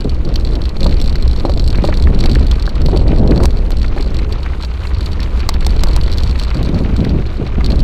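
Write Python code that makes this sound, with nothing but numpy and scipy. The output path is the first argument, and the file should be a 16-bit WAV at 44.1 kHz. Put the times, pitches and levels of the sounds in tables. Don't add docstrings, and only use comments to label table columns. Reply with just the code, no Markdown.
import sys
import numpy as np
from scipy import signal
from scipy.fft import rfft, irfft
from scipy.io import wavfile
from scipy.ndimage import uniform_filter1d

SR = 44100
rng = np.random.default_rng(int(sys.argv[2]) if len(sys.argv) > 2 else 0)


def file_out(sig):
    cols = np.atleast_2d(sig).T
    lim = np.clip(cols, -1, 1)
    pcm = np.round(lim * 32767).astype(np.int16)
    wavfile.write(sys.argv[1], SR, pcm)


N = 345303
T = np.arange(N) / SR
RING = T[:2048]


def undb(db):
    return np.exp(np.asarray(db) * (np.log(10) / 20))


def unit(x):
    return x / np.sqrt(np.mean(x ** 2))


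def steady(x, seconds):
    size = int(seconds * SR / 2) + 1
    power = uniform_filter1d(uniform_filter1d(x ** 2, size), size)
    return x / np.sqrt(power + 1e-12)


def walk(rate):
    size = int(SR / rate)
    held = np.repeat(rng.standard_normal(N // size + 1), size)
    return unit(uniform_filter1d(held, size)[:N])


def colour(x, spectrum, size=2048):
    hz, db = np.transpose(spectrum)
    bins = np.maximum(np.fft.rfftfreq(size, 1 / SR), 1)
    gain_db = np.interp(np.log(bins), np.log(hz), db)
    cepstrum = irfft(np.log(undb(gain_db)))
    cepstrum[1:size // 2] *= 2
    cepstrum[size // 2 + 1:] = 0
    response = irfft(np.exp(rfft(cepstrum)))
    return signal.oaconvolve(x, response)[:len(x)]


def ring(modes, scatter_db, detune=0):
    luck = rng.standard_normal((len(modes), 2))
    total = 0
    for (hz, width, db), (strength, bend) in zip(modes, luck):
        decay = np.exp(-np.pi * width * RING)
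        tone = np.sin(2 * np.pi * hz * (1 + detune * bend) * RING)
        total = total + undb(db + scatter_db * strength) * decay * tone
    return total


def scrape(rise_s, decay_s):
    swell = 1 - np.exp(-(RING / rise_s) ** 2)
    return rng.standard_normal(len(RING)) * swell * np.exp(-RING / decay_s)


def peak(x, db):
    return x * undb(db) / np.sqrt(2 * uniform_filter1d(x ** 2, size=44).max())


def add(out, s, x):
    start = int(np.clip(s * SR, 0, N - 1))
    out[start:start + len(x)] += x[:N - start]


def grains(rate, spread_db):
    out = np.zeros(N)
    hits = np.flatnonzero(rng.random(N) < rate / SR)
    size = rng.exponential(size=N)[hits]
    sign = np.sign(rng.random(N)[hits] - .5)
    out[hits] = sign * undb(spread_db * np.minimum(size, 4.5))
    return unit(out)


# start_s, level_db [dB]
CRUNCH_LEVEL = [(0, -39.5), (1.35, -36), (1.58, -41.5), (1.8, -36), (2.4, -35), (3.6, -38), (4.1, -35.5),
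                (5.9, -33.5), (6.65, -33.5), (7.45, -36), (7.83, -35.5)]
# pitch_hz [Hz], relative level_db [dB]
CRUNCH_SPECTRUM = [(200, 10.5), (600, 0.5), (1000, 4.5), (1350, 2.5), (1750, -2), (2400, -1), (3300, -6),
                   (4200, -7), (5200, -15.5), (6500, -22), (10000, -49), (15000, -46)]


def tyres(crunch_db):
    pebbles = 0
    for hz in np.geomspace(600, 12000, num=14):
        width_hz = 0.19 * hz
        pebble = ring([(hz, width_hz, 0)], 0)
        ringing = unit(signal.oaconvolve(grains(600, 4.5), pebble)[:N])
        pebbles = pebbles + np.sqrt(width_hz) * ringing
    grit = unit(pebbles) + undb(-8.0) * grains(3500, 6.0)
    clumps = undb(2.1 * walk(170) + 1.6 * walk(30))
    return steady(colour(grit * clumps, CRUNCH_SPECTRUM), 0.9) * undb(crunch_db)


# start_s, level_db [peak dB], pitch_hz, fade_ms
POPS = [(0.926, -22.5, 2300, 3), (1.155, -20, 1970, 2.8), (1.746, -20.5, 2050, 7),
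        (1.784, -19.5, 2140, 3.6), (1.925, -17.5, 1910, 6), (2.071, -15.5, 1780, 2.7),
        (2.238, -18, 1900, 3.6), (2.259, -19.5, 2400, 2.4), (2.273, -27, 2100, 2.1), (2.3548, -13, 2050, 3),
        (2.676, -14, 1290, 3), (3.1175, -21.5, 2130, 3), (3.319, -16, 1860, 3.3), (3.402, -12, 1070, 1.8),
        (3.843, -20, 1910, 5.2), (3.977, -18.5, 1810, 3.7), (4.19, -24.5, 2000, 8.8),
        (4.461, -18.5, 1940, 3.7), (4.8505, -23, 2170, 6.8), (5.193, -23, 1660, 5), (5.43, -22, 2280, 3.8),
        (5.623, -22, 2200, 4.5), (5.871, -17, 1070, 5.6), (5.986, -29, 2300, 4.5),
        (6.355, -21.5, 1995, 3.5), (6.503, -26, 2000, 3), (6.512, -19.5, 2040, 3), (7.05, -19, 2160, 3.8),
        (7.554, -25, 2000, 3), (7.607, -19.5, 1580, 3.6)]
# multiple of its pitch [ratio], relative level_db [dB]
POP_BAND = [(.25, -23), (.4, -3), (1, 2.5), (1.3, -0.5), (1.65, -16.5), (6, -45)]


def pops():
    out = np.zeros(N)
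    for s, db, hz, fade_ms in POPS:
        band = [(hz * multiple, band_db) for multiple, band_db in POP_BAND]
        burst = scrape(rise_s=0.00049, decay_s=fade_ms / 1000)
        add(out, s, peak(colour(burst, band), db))
    return out


# start_s, level_db [peak dB]
KNOCKS = [(0.055, -20), (0.862, -3.5), (1.451, 1.5), (1.4957, -5), (1.842, -0.5), (1.888, -1), (2.074, -11),
          (2.255, -9), (2.677, -14), (2.886, -6), (2.946, -18), (2.965, -7.5), (3.012, -6), (3.075, -9.5),
          (3.402, -6), (3.4218, -9), (3.444, -3), (3.965, -11), (6.754, -28), (6.813, -16)]
# pitch_hz, width_hz, relative level_db [dB]
FRAME_MODES = [(373, 88, -2), (590, 65, 1), (780, 74, -3), (920, 105, -0.5), (1160, 67, -11)]
KNOCK_GRIT_DB = -12.5


def frame_knocks():
    out = np.zeros(N)
    push = RING * np.exp(-RING / 0.00017)
    for s, db in KNOCKS:
        knock = signal.fftconvolve(ring(FRAME_MODES, 3.3, detune=0.03), push)
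        grinding = signal.fftconvolve(knock, scrape(.001, .003))
        add(out, s, peak(knock, db))
        add(out, s, peak(grinding, db + KNOCK_GRIT_DB))
    return out


# start_s, level_db [peak dB], pitch_hz
THUMPS = [(2.196, -6, 189), (2.32, -8, 230), (3.102, -10, 210), (3.202, 0.5, 258), (3.251, 6, 240),
          (3.315, -3, 300), (3.388, -11, 280), (6.738, -4, 140), (7.014, -1, 172), (7.146, -11, 170),
          (7.412, -15, 260), (7.583, -4, 200), (7.716, -6, 280)]
THUMP_DAMPING, THUMP_CONTACT_S = 0.56, 0.0009


def tyre_thumps():
    out = np.zeros(N)
    soft_push = RING * np.exp(-RING / THUMP_CONTACT_S)
    for s, db, hz in THUMPS:
        resonance = ring([(hz, THUMP_DAMPING * hz, 0)], 0)
        add(out, s, peak(signal.fftconvolve(resonance, soft_push), db))
    return out


# [dB, relative]
CLACKS = [(3.432, -21.5, -9), (3.436, -17, -4), (3.4561, -10, -11), (5.4907, -4, -1.5), (5.666, -9, -1),
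          (5.836, -7.5, 0), (5.9639, -11.5, 1)]
# pitch_hz, relative level_db [dB]
CLACK_SPECTRUM = [(200, -14), (660, 7), (1100, 5.5), (1600, -3), (2000, 1), (3000, -4), (4200, 4),
                  (5600, -2), (6800, -7), (8300, -5.5), (10600, -15), (12400, -14.5), (15000, -19.5)]
SNAP_DB, CLACK_GRIT_DB, CLACK_THUD_DB = 3.5, -4, -2.5
CLACK_LEAD_S, CLACK_RISE_S, CLACK_DECAY_S = 0.000983, 0.0013, 0.0024


def flung_stones():
    out = np.zeros(N)
    snap = colour(signal.unit_impulse(len(RING)), CLACK_SPECTRUM)
    for s, db, thud_db in CLACKS:
        grit = colour(scrape(CLACK_RISE_S, CLACK_DECAY_S), CLACK_SPECTRUM)
        add(out, s, peak(snap, db + SNAP_DB))
        add(out, s - CLACK_LEAD_S, peak(grit, db + CLACK_GRIT_DB))
        add(out, s, peak(ring(FRAME_MODES, 2), db + CLACK_THUD_DB + thud_db))
    return out


# start_s, level_db
# [peak dB]
JOLTS = [(0.007, -20.5), (0.044, -23.5), (0.0948, -20), (0.2505, -24), (0.29, -24), (0.341, -22),
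         (0.358, -15.5), (0.399, -24), (0.4495, -17), (0.466, -27), (0.473, -18.5), (0.49, -25),
         (0.5338, -27), (0.5542, -19.5), (0.618, -20.5), (0.6547, -17), (0.6927, -21.5), (0.7673, -21.5),
         (0.8062, -16), (0.831, -14), (0.844, -13.5), (0.8662, -13.5), (0.8939, -22), (0.911, -23),
         (0.9253, -19), (0.942, -24), (0.9685, -22.5), (0.983, -29), (1.0001, -21.0), (1.0152, -15),
         (1.042, -21), (1.06, -22), (1.0768, -17.5), (1.0958, -17.5), (1.1272, -23), (1.1563, -16),
         (1.2105, -29), (1.2247, -19.5), (1.252, -26), (1.278, -20.5), (1.296, -26), (1.3123, -21.5),
         (1.332, -20.5), (1.3625, -21), (1.376, -27), (1.3984, -19), (1.4527, -21.5), (1.4961, -19),
         (1.519, -20), (1.538, -20), (1.575, -19), (1.5966, -13), (1.6208, -27), (1.642, -21),
         (1.6636, -25), (1.6773, -15), (1.7034, -17), (1.7284, -21), (1.777, -21.5), (1.821, -26),
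         (1.839, -18), (1.8506, -16), (1.8755, -18.5), (1.894, -31), (1.952, -25), (1.9729, -15),
         (2.024, -15.5), (2.039, -21), (2.147, -21), (2.1901, -19), (2.205, -20), (2.208, -14),
         (2.229, -27), (2.2395, -16), (2.259, -10.5), (2.2962, -17), (2.315, -15), (2.321, -25),
         (2.332, -21), (2.351, -15), (2.395, -22), (2.41, -24), (2.429, -27), (2.467, -20), (2.513, -15.5),
         (2.597, -18), (2.6246, -17.5), (2.656, -25), (2.665, -19), (2.693, -19.5), (2.7546, -23),
         (2.817, -20.5), (2.861, -16), (2.8834, -25), (2.915, -24), (2.962, -18.5), (2.9732, -14),
         (2.9949, -22), (3.081, -20.5), (3.161, -24), (3.185, -21.5), (3.276, -21), (3.3098, -17.5),
         (3.3604, -20.5), (3.377, -16), (3.507, -23), (3.571, -24), (3.588, -25), (3.7192, -19),
         (3.7698, -21.0), (3.817, -17.5), (3.8302, -19.5), (4.0088, -18), (4.0254, -20.5), (4.076, -23.5),
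         (4.1454, -20.5), (4.1685, -19), (4.1888, -20.5), (4.3249, -17.5), (4.431, -21), (4.611, -27),
         (4.625, -19), (4.634, -21), (4.6482, -18), (4.8712, -20), (4.9466, -23.5), (5.008, -20.5),
         (5.1193, -26.5), (5.1316, -20.5), (5.2034, -16.5), (5.23, -16), (5.3948, -23.0), (5.4036, -17.5),
         (5.5037, -28), (5.541, -18.5), (5.608, -20), (5.628, -21.5), (5.694, -23), (5.706, -19.5),
         (5.765, -22), (5.7934, -16.5), (5.807, -22), (5.87, -19), (5.886, -18.5), (5.9336, -18),
         (5.9543, -25), (6.012, -17.5), (6.0354, -18), (6.0791, -24), (6.098, -22), (6.117, -18),
         (6.127, -17), (6.1357, -19), (6.1742, -22), (6.1828, -16.5), (6.225, -27), (6.235, -16.5),
         (6.2623, -28), (6.2751, -20.5), (6.3586, -24.5), (6.397, -13.5), (6.4157, -25), (6.436, -16),
         (6.449, -23), (6.482, -23.5), (6.546, -21.5), (6.5703, -21.5), (6.6293, -19.5), (6.6487, -22.5),
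         (6.6598, -21), (6.745, -24), (6.789, -21), (6.965, -20.5), (7.005, -22), (7.048, -21.5),
         (7.0937, -20.5), (7.2633, -25.5), (7.27, -25.5), (7.475, -24), (7.6444, -17), (7.662, -13),
         (7.703, -16), (7.7196, -15.5), (7.758, -22.5), (7.7932, -20), (7.803, -21)]
# start_s, end_s
ROUGH_PATCHES = [(.44, 0.66), (.77, 2.05), (2.15, 2.56), (3.76, 3.9), (3.98, 4.12), (4.93, 5.13),
                 (5.598, 6.8), (6.35, 6.5), (7.63, 11)]
ROUGH_ROAD_DB, SMOOTH_ROAD_DB = -29.5, -38.5
TICK_GAP_S, TICK_GAP_SPREAD, TICK_SCATTER_DB = 0.017, 0.32, 6
RESEAT_S = .010


def bounces():
    gap_luck, size_luck = rng.standard_normal(size=(420, 2)).T
    times = np.cumsum(TICK_GAP_S * np.exp(TICK_GAP_SPREAD * gap_luck))
    levels = np.full(len(times), SMOOTH_ROAD_DB, float)
    for start, end in ROUGH_PATCHES:
        levels[(times > start) & (times < end)] = ROUGH_ROAD_DB
    for s, _ in JOLTS:
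        levels[np.abs(times - s) < RESEAT_S] = SMOOTH_ROAD_DB
    return list(zip(times, levels + TICK_SCATTER_DB * size_luck))


# pitch_hz, width_hz, relative level_db [dB]
TICK_MODES = [(3850, 120, -17.5), (4163, 49, -4), (4497, 94, -1), (5350, 240, -7), (6660, 214, -18),
              (7620, 430, -8), (9750, 100, -28), (12200, 460, -22)]
TICK_DETUNE, TICK_COLOUR_DB = 0.0075, 2.5


def part_ring(detune=0):
    choke = np.exp(-(RING / 0.0052) ** 4)
    return ring(TICK_MODES, TICK_COLOUR_DB, detune=detune) * choke


# pitch_hz, relative level_db [dB]
BURST_SPECTRUM = [(300, -28), (1000, -16), (2500, 3), (3600, 12.5), (5500, 2.5), (6800, -8.5), (7800, -9.5),
                  (10000, -15), (15000, -16)]
# [dB, before scatter]
BURST_LEVEL = [(3.6, -9), (3.8, -10)]
CONTACT_S, CONTACT_SCATTER_DB = .000036, 5.5
CONTACT_GROWTH = 0.45
REBOUND_DB = -12
BUZZ_DB = -26.5


def rattle():
    out = np.zeros(N)
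    burst_response = colour(signal.unit_impulse(128), BURST_SPECTRUM)
    for s, db in list(JOLTS) + bounces():
        strength_db = max(db, ROUGH_ROAD_DB) - ROUGH_ROAD_DB
        contact_db = CONTACT_SCATTER_DB * rng.standard_normal() - CONTACT_GROWTH * strength_db
        contact_s = CONTACT_S * undb(contact_db)
        push = (RING * np.exp(-RING / contact_s))[:64]
        tick = np.convolve(part_ring(TICK_DETUNE), push)
        add(out, s, peak(tick, db))
        burst_db = np.interp(s, *np.transpose(BURST_LEVEL)) + 3 * rng.standard_normal()
        burst = np.convolve(scrape(rise_s=0.0008, decay_s=0.0035), burst_response)
        add(out, s - .0009, peak(burst, db + burst_db))
        rebound_db = REBOUND_DB + 4 * rng.standard_normal()
        add(out, s + rng.uniform(.002, .008), peak(tick, db + rebound_db))
    for s, db in KNOCKS:
        buzz = signal.fftconvolve(scrape(0.00087, 0.011), part_ring())
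        add(out, s, peak(buzz, db + BUZZ_DB))
    return out


# start_s [centre of the swell], reference
# level_db [dB]
SWAYS = [(0.13, -12), (0.67, -9.5), (1.05, -20), (1.28, -10.5), (1.5, -8), (1.72, -19), (1.89, -19),
         (2.049, -5.5), (2.399, -12), (2.52, -8), (2.82, -8), (2.99, -12), (3.14, -20), (3.33, -10),
         (3.455, -6.5), (3.56, -15.5), (3.8, -10), (4.19, -10.5), (4.34, -18), (4.5, -15), (4.7, -17.5),
         (4.96, -9), (5.09, -17), (5.36, -13), (5.82, -12), (5.98, -13.5), (6.14, -19), (6.27, -5.5),
         (6.94, -12.5), (7.13, -11.5), (7.6, -12), (7.81, -29)]
MOUNT_HZ, MOUNT_WIDTH_HZ = 61.63, 9
MOUNT_DB, MOUNT_GROWTH = -19.5, 0.8
SWAY_S, SWAY_DB = 0.029, -2


def mount(crunch_db):
    resonance = signal.iirpeak(MOUNT_HZ, MOUNT_HZ / MOUNT_WIDTH_HZ, fs=SR)
    sway = signal.lfilter(*resonance, rng.standard_normal(N))
    sway = signal.sosfilt(signal.butter(4, 1.32 * MOUNT_HZ, fs=SR, output="sos"), sway)
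    power = undb(MOUNT_DB + MOUNT_GROWTH * (crunch_db - crunch_db.mean())) ** 2
    for s, db in SWAYS:
        power = power + undb(db + SWAY_DB) ** 2 * np.exp(-((T - s) / SWAY_S) ** 2)
    return steady(sway, 0.072) * np.sqrt(power)


def click():
    out = np.zeros(N)
    add(out, 3.7065, -undb(-9) * np.exp(-RING / 0.0029))
    return out


# pitch_hz, relative level_db [dB]
DUST_SPECTRUM = [(1000, -9), (4500, -16), (6500, 1.5), (8000, -1), (10000, -4.5), (15000, -13)]


def dust(crunch_db):
    level_db = -61.5 + 0.51 * (crunch_db - crunch_db.mean()) + 3.4 * walk(25)
    return unit(colour(rng.standard_normal(N), DUST_SPECTRUM)) * undb(level_db)


SURGE_ATTACK_SHARE, SURGE_RELEASE_S = 0.14, 0.024


def surge(start, length):
    rise = np.clip((T - start) / (SURGE_ATTACK_SHARE * length), 0, 1)
    return rise * np.exp(-np.maximum(T - start - length, 0) / SURGE_RELEASE_S)


# start_s, length_s, large-eddy level_db [dB], small-eddy level_db [dB]
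SURGES = [(0.045, 0.011, -13.5, -21), (0.245, 0.065, -22, -26.5), (0.512, 0.083, -36, -24.5),
          (0.805, 0.079, -18.5, -25.5), (1.432, 0.073, -33, -25), (1.552, 0.031, -23, -28),
          (1.725, 0.14, -20, -29), (2.034, 0.4, -18.5, -30), (2.773, 0.34, -18.5, -29),
          (2.927, 0.02, -20, -14), (3.04, 0.19, -17, -20.5), (3.201, 0.24, -14.5, -20),
          (3.29, 0.045, -13, -15), (3.528, 0.21, -44, -34), (3.835, 0.012, -39, -31),
          (3.97, 0.03, -34, -23.5), (4.18, 0.016, -43, -31), (4.02, 0.32, -37, -32),
          (6.534, 0.24, -17.5, -29.5), (6.657, 0.39, -18.5, -39), (6.73, 0.08, -17.5, -31),
          (6.975, 0.22, -15, -28.5), (7.394, 0.036, -15.5, -23), (7.52, 0.51, -20.5, -42),
          (7.566, 0.022, -20, -28), (7.703, 0.019, -31, -18.5)]
BUFFET_DB, SQUALL_DB = -25.5, -31.5
EDDY_GROWTH = 0.65


def eddy_gains(rumble_db):
    growth_db = EDDY_GROWTH * (rumble_db - rumble_db.mean())
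    power = undb(np.array([[BUFFET_DB], [SQUALL_DB]]) + growth_db) ** 2
    for start, length, large_db, small_db in SURGES:
        power = power + (undb([[large_db], [small_db]]) * surge(start, length)) ** 2
    return np.sqrt(power)


# [dB, before random swelling]
HEADWIND = [(0, -15.5), (.5, -10), (.73, -17.5), (.86, -5.5), (1.12, -11.5), (2.27, -6.5), (2.7, -15),
            (2.86, -7), (4.15, -14), (4.42, -17.5), (4.79, -24.5), (5.0, -15.5), (5.38, -16), (5.8, -9.5),
            (6.3, -13.5), (6.5, -19), (7.15, -12.5), (7.42, -18), (7.83, -7)]
# pitch_hz, relative level_db [dB]
RUMBLE_SPECTRUM = [(5, -13), (16, 0.5), (27, 0.5), (47, -5.5), (68, -8.5), (90, -20), (140, -24.5),
                   (400, -61.5), (3000, -125)]
BUFFET_SPECTRUM = [(50, -18.5), (110, 1), (160, -1.5), (240, -4.5), (330, -9), (480, -22), (1000, -44),
                   (2000, -58.5), (8000, -74.5)]
SQUALL_SPECTRUM = [(150, -11.5), (230, -2.5), (310, 2), (410, -0.5), (560, -7), (720, -13.5), (1500, -35.5),
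                   (8000, -76.5)]
SWELL_DB = 1.26


def wind(rumble_db):
    rumble = steady(colour(rng.standard_normal(N), RUMBLE_SPECTRUM, size=32768), 0.094)
    eddies = rng.standard_normal(N) * undb(2.98 * walk(130) + 2.0 * walk(35))
    buffet = steady(colour(eddies, BUFFET_SPECTRUM, size=8192), 0.093)
    squall = steady(colour(eddies, SQUALL_SPECTRUM), 0.076)
    buffet_gain, squall_gain = eddy_gains(rumble_db)
    rumble_gain = undb(rumble_db + SWELL_DB * walk(6.1))
    return rumble * rumble_gain + buffet * buffet_gain + squall * squall_gain


def scene():
    rumble_db = np.interp(T, *np.transpose(HEADWIND))
    crunch_db = np.interp(T, *np.transpose(CRUNCH_LEVEL))
    road = tyres(crunch_db) + pops() + flung_stones() + dust(crunch_db)
    bike = frame_knocks() + tyre_thumps() + rattle() + mount(crunch_db)
    return (road + bike + click() + wind(rumble_db))[None]


OVERLOAD = 0.94
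TOP_HZ = 15400


def record(dry):
    rounded = dry / (1 + (dry / OVERLOAD) ** 16) ** (1 / 16)
    low_pass = signal.ellip(8, .2, 70, TOP_HZ, fs=SR, output="sos")
    return signal.sosfilt(low_pass, rounded)


dry = scene()
out = record(dry)
file_out(out)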